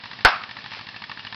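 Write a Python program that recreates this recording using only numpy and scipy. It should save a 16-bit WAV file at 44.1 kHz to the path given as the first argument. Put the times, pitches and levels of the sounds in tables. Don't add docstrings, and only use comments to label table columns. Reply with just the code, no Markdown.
import sys
import numpy as np
from scipy import signal
from scipy.fft import rfft, irfft
from scipy.io import wavfile
from scipy.ndimage import uniform_filter1d

SR = 44100
rng = np.random.default_rng(int(sys.argv[2]) if len(sys.argv) > 2 else 0)


def unload_audio(sound):
    columns = np.transpose(np.atleast_2d(sound))
    steps = np.round(np.clip(columns, -1, 1) * 32767)
    wavfile.write(sys.argv[1], SR, steps.astype(np.int16))


N = 59535

# frequency in Hz, relative level in dB.
HISS_SPECTRUM = [(25, -27), (60, -27), (110, -1.5), (230, -6), (400, -13), (640, -9.5), (870, -9.5),
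                 (1400, -10.5), (2000, -11), (2700, -6), (4250, -7), (5400, -11.5), (7000, -35)]
# start in seconds, first clack in dB, second clack in dB.
DRIVE_TURNS = [(0.036, -29, -30.5), (.1117, -31, -33), (0.1876, -31, -34.5), (0.265, -39, -18),
               (0.339, -32, -31), (0.4159, -34, -27.5), (0.4904, -33, -30.5), (0.5664, -28, -34.5),
               (0.6402, -32.5, -31), (.7158, -30.5, -31), (0.7906, -29.5, -32.5), (0.8672, -32, -31.5),
               (0.9421, -37.5, -30.5), (1.0186, -28, -29), (1.0946, -29, -28), (1.1725, -34, -32.5),
               (1.248, -30, -31), (1.324, -27.5, -29.5)]
# frequency in Hz, width in Hz, relative level in dB.
HOUSING_MODES = [(879, 113, -3), (1150, 175, -4), (1773, 160, 0), (2290, 157, -5), (2716, 210, -6),
                 (3425, 465, -8.5), (4350, 840, -11)]
# frequency in Hz, level in dB, T60 in seconds.
KNOCK_MODES = [(120, -44, 0.07), (209, -41, 0.044)]
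# frequency in Hz, relative level in dB.
RASP_SPECTRUM = [(300, -17), (900, -7.5), (1800, -18.5), (2900, -8), (5000, 1.5)]
# frequency in Hz, relative level in dB.
CRACK_SPECTRUM = [(40, 1.5), (200, -7), (380, 0), (560, 6), (800, -2), (1500, 2), (2000, -3), (3500, -2.5),
                  (5200, -5)]
# frequency in Hz, level in dB, T60 in seconds.
BAG_MODES = [(785, -11.5, 0.052), (886.6, -12.5, .11), (1384, -3.5, 0.052), (1505, 1.5, 0.062),
             (1603, -10.5, 0.17), (1738, -14.5, 0.11), (2094, -21.5, 0.2)]
# arrival at the microphone in seconds, level in dB.
NEAR_ECHOES = [(0.2564, -3), (0.2557, -7.5), (0.2659, -6), (0.2668, -2), (0.2749, -9), (0.2864, -14)]
# frequency in Hz, relative level in dB.
ECHO_SPECTRUM = [(60, -8), (400, -12.5), (800, -0.5), (1500, 2), (2200, -5), (5200, -7.5)]
# frequency in Hz, relative level in dB.
SCATTER_SPECTRUM = [(59, -48.5), (100, -27), (180, -33), (213, -20), (535, -11), (723, -2), (1080, -7.5),
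                    (1260, -6), (2050, -15.5), (2590, -13.5), (3380, -23), (5060, -22), (5500, -21.5),
                    (7150, -53.5), (12100, -120)]
# band centre in Hz, T60 in seconds.
SCATTER_DECAY = [(100, 0.21), (400, 0.15), (800, 0.23), (1300, 0.41), (2500, 0.34), (5000, 0.3)]
# centre in seconds, half length in seconds, level in dB.
SCUFFS = [(.61, 0.011, -36.5), (0.746, 0.048, -33)]
# frequency in Hz, relative level in dB.
GRIT_SPECTRUM = [(200, -41), (700, -10), (1500, -3), (2600, 1.5), (5000, -7.5)]
# frequency in Hz, relative level in dB.
STEP_SPECTRUM = [(150, -24), (450, -7), (680, 6), (1000, -7), (2000, -27)]
# start in seconds, frequency in Hz, level in dB.
SQUEAKS = [(.963, 2686, -41), (1.19, 2810, -33.5), (1.267, 2928, -35.5)]
# frequency in Hz, gain in dB.
CAMERA_RESPONSE = [(4800, -1), (5250, -0.5), (5550, -11), (5800, 0.5)]

POP_S = 0.2489


def amp(db):
    return 10 ** (np.asarray(db) / 20)


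def unit(x):
    return x / np.sqrt(np.mean(x ** 2) + 1e-20)


def read(points, hz):
    f, value = np.transpose(points)
    return np.interp(np.log(hz + 1), np.log(f + 1), value)


def since(start):
    return np.maximum(np.arange(N) / SR - start, 0)


def envelope(start, rise, t60, hold=0):
    t = since(start)
    return np.minimum(t / rise, 1) * amp(-60 * np.maximum(t - hold, 0) / t60)


def colour(x, spectrum):
    return unit(irfft(rfft(x) * amp(read(spectrum, np.fft.rfftfreq(N, 1 / SR))), N))


def noise(spectrum):
    return colour(rng.standard_normal(N), spectrum)


def resonate(x, hz, width):
    r = np.exp(-np.pi * width / SR)
    return 2 * signal.lfilter([1 - r], [1, -r * np.exp(2j * np.pi * hz / SR)], x).real


def low_pass(x, hz, taps):
    return signal.fftconvolve(x, signal.firwin(taps, hz, window=("kaiser", 9), fs=SR), "same")


def hiss():
    waver_db = unit(uniform_filter1d(rng.standard_normal(N), size=2500))
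    return amp(-44.5 + waver_db) * noise(HISS_SPECTRUM)


def knock(start):
    t = since(start)
    return sum(amp(db - 60 * t / t60) * np.sin(2 * np.pi * hz * t) for hz, db, t60 in KNOCK_MODES)


def drive():
    clack_gap_s, whirr_db = 0.01907, -47
    scrape, rasp, knocks = np.full(N, amp(whirr_db)), np.zeros(N), np.zeros(N)
    for start, first_db, second_db in DRIVE_TURNS:
        for clack_s, db in (start, first_db), (start + clack_gap_s, second_db):
            scrape += amp(db) * envelope(clack_s, rise=0.0014, t60=0.026, hold=0.002)
            knocks += knock(clack_s)
        rasp += envelope(start + clack_gap_s, rise=0.0033, t60=0.2)
    teeth = rng.choice([-1, 1], N)
    impulse = signal.unit_impulse(N)
    housing = sum((-1) ** k * amp(db) * resonate(impulse, hz, width)
                  for k, (hz, width, db) in enumerate(HOUSING_MODES))
    clacks = signal.fftconvolve(teeth * scrape, housing / np.linalg.norm(housing))[:N]
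    knocks = signal.lfilter(*signal.butter(2, 72, "high", fs=SR), knocks)
    return clacks + knocks + amp(-38) * rasp * noise(RASP_SPECTRUM)


def bag_burst():
    crack = amp(5) * noise(CRACK_SPECTRUM) * envelope(POP_S, rise=0.00053, t60=0.039)
    puff_age = since(POP_S + 0.001) / 0.0048
    puff = amp(-2.5) * (puff_age > 0) * (1 - puff_age) * np.exp(-puff_age)
    ring = np.zeros(N)
    for hz, db, t60 in BAG_MODES:
        tone = np.sin(2 * np.pi * (hz * since(POP_S) + rng.random()))
        ring += amp(db) * envelope(POP_S, rise=0.0017, t60=t60) * tone
    return crack + puff + ring


def trees():
    arrivals = sum(amp(db) * envelope(start, rise=0.0004, t60=0.0075) for start, db in NEAR_ECHOES)
    echoes = noise(ECHO_SPECTRUM) * arrivals
    scatter, hz = rfft(noise(SCATTER_SPECTRUM)), np.fft.rfftfreq(N, 1 / SR)
    centres, t60s = np.transpose(SCATTER_DECAY)
    tail = np.zeros(N)
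    for share, t60 in zip(np.eye(len(centres)), t60s):
        band = irfft(scatter * read(list(zip(centres, share)), hz), N)
        tail += band * envelope(POP_S, rise=0.0027, t60=t60)
    far_tail = noise(SCATTER_SPECTRUM) * envelope(POP_S, rise=0.078, t60=1)
    return echoes + amp(-9) * tail + amp(-37.5) * far_tail


def grit():
    grains_per_s, spread_db = 2500, 5
    sizes = amp(spread_db * np.minimum(rng.exponential(1, N), 4)) * rng.choice([-1, 1], N)
    grains = sizes * (rng.random(N) < grains_per_s / SR)
    swells = sum(amp(db) * np.exp(-((since(0) - centre) / half) ** 2) for centre, half, db in SCUFFS)
    return colour(grains, GRIT_SPECTRUM) * swells


def step():
    return amp(-35) * envelope(start=0.769, rise=0.001, t60=0.029) * noise(STEP_SPECTRUM)


def squeaks():
    rings = np.zeros(N)
    for start, hz, db in SQUEAKS:
        ring = unit(resonate(rng.standard_normal(N), hz, width=57))
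        rings += amp(db) * envelope(start, rise=0.003, t60=0.11) * ring
    return rings


def scene():
    return (bag_burst() + trees() + drive() + squeaks() + grit() + step() + hiss())[None]


def record(dry):
    overload, asymmetry, ceiling = 0.94, 0.085, 0.68
    pressure = dry[0]
    limit = overload * (1 + asymmetry * np.sign(pressure))
    saturated = pressure / (1 + (pressure / limit) ** 4) ** 0.25
    response = amp(read(CAMERA_RESPONSE, np.fft.rfftfreq(2 * N, 1 / SR)))
    coloured = irfft(rfft(saturated, 2 * N) * response)
    narrow = low_pass(coloured, hz=5670, taps=161)[:N]
    clipped = np.clip(narrow, -ceiling, ceiling)
    fade_out = np.minimum(np.arange(N)[::-1] / 64, 1)
    return low_pass(fade_out * clipped, hz=16000, taps=511)[None]


dry = scene()
out = record(dry)
unload_audio(out)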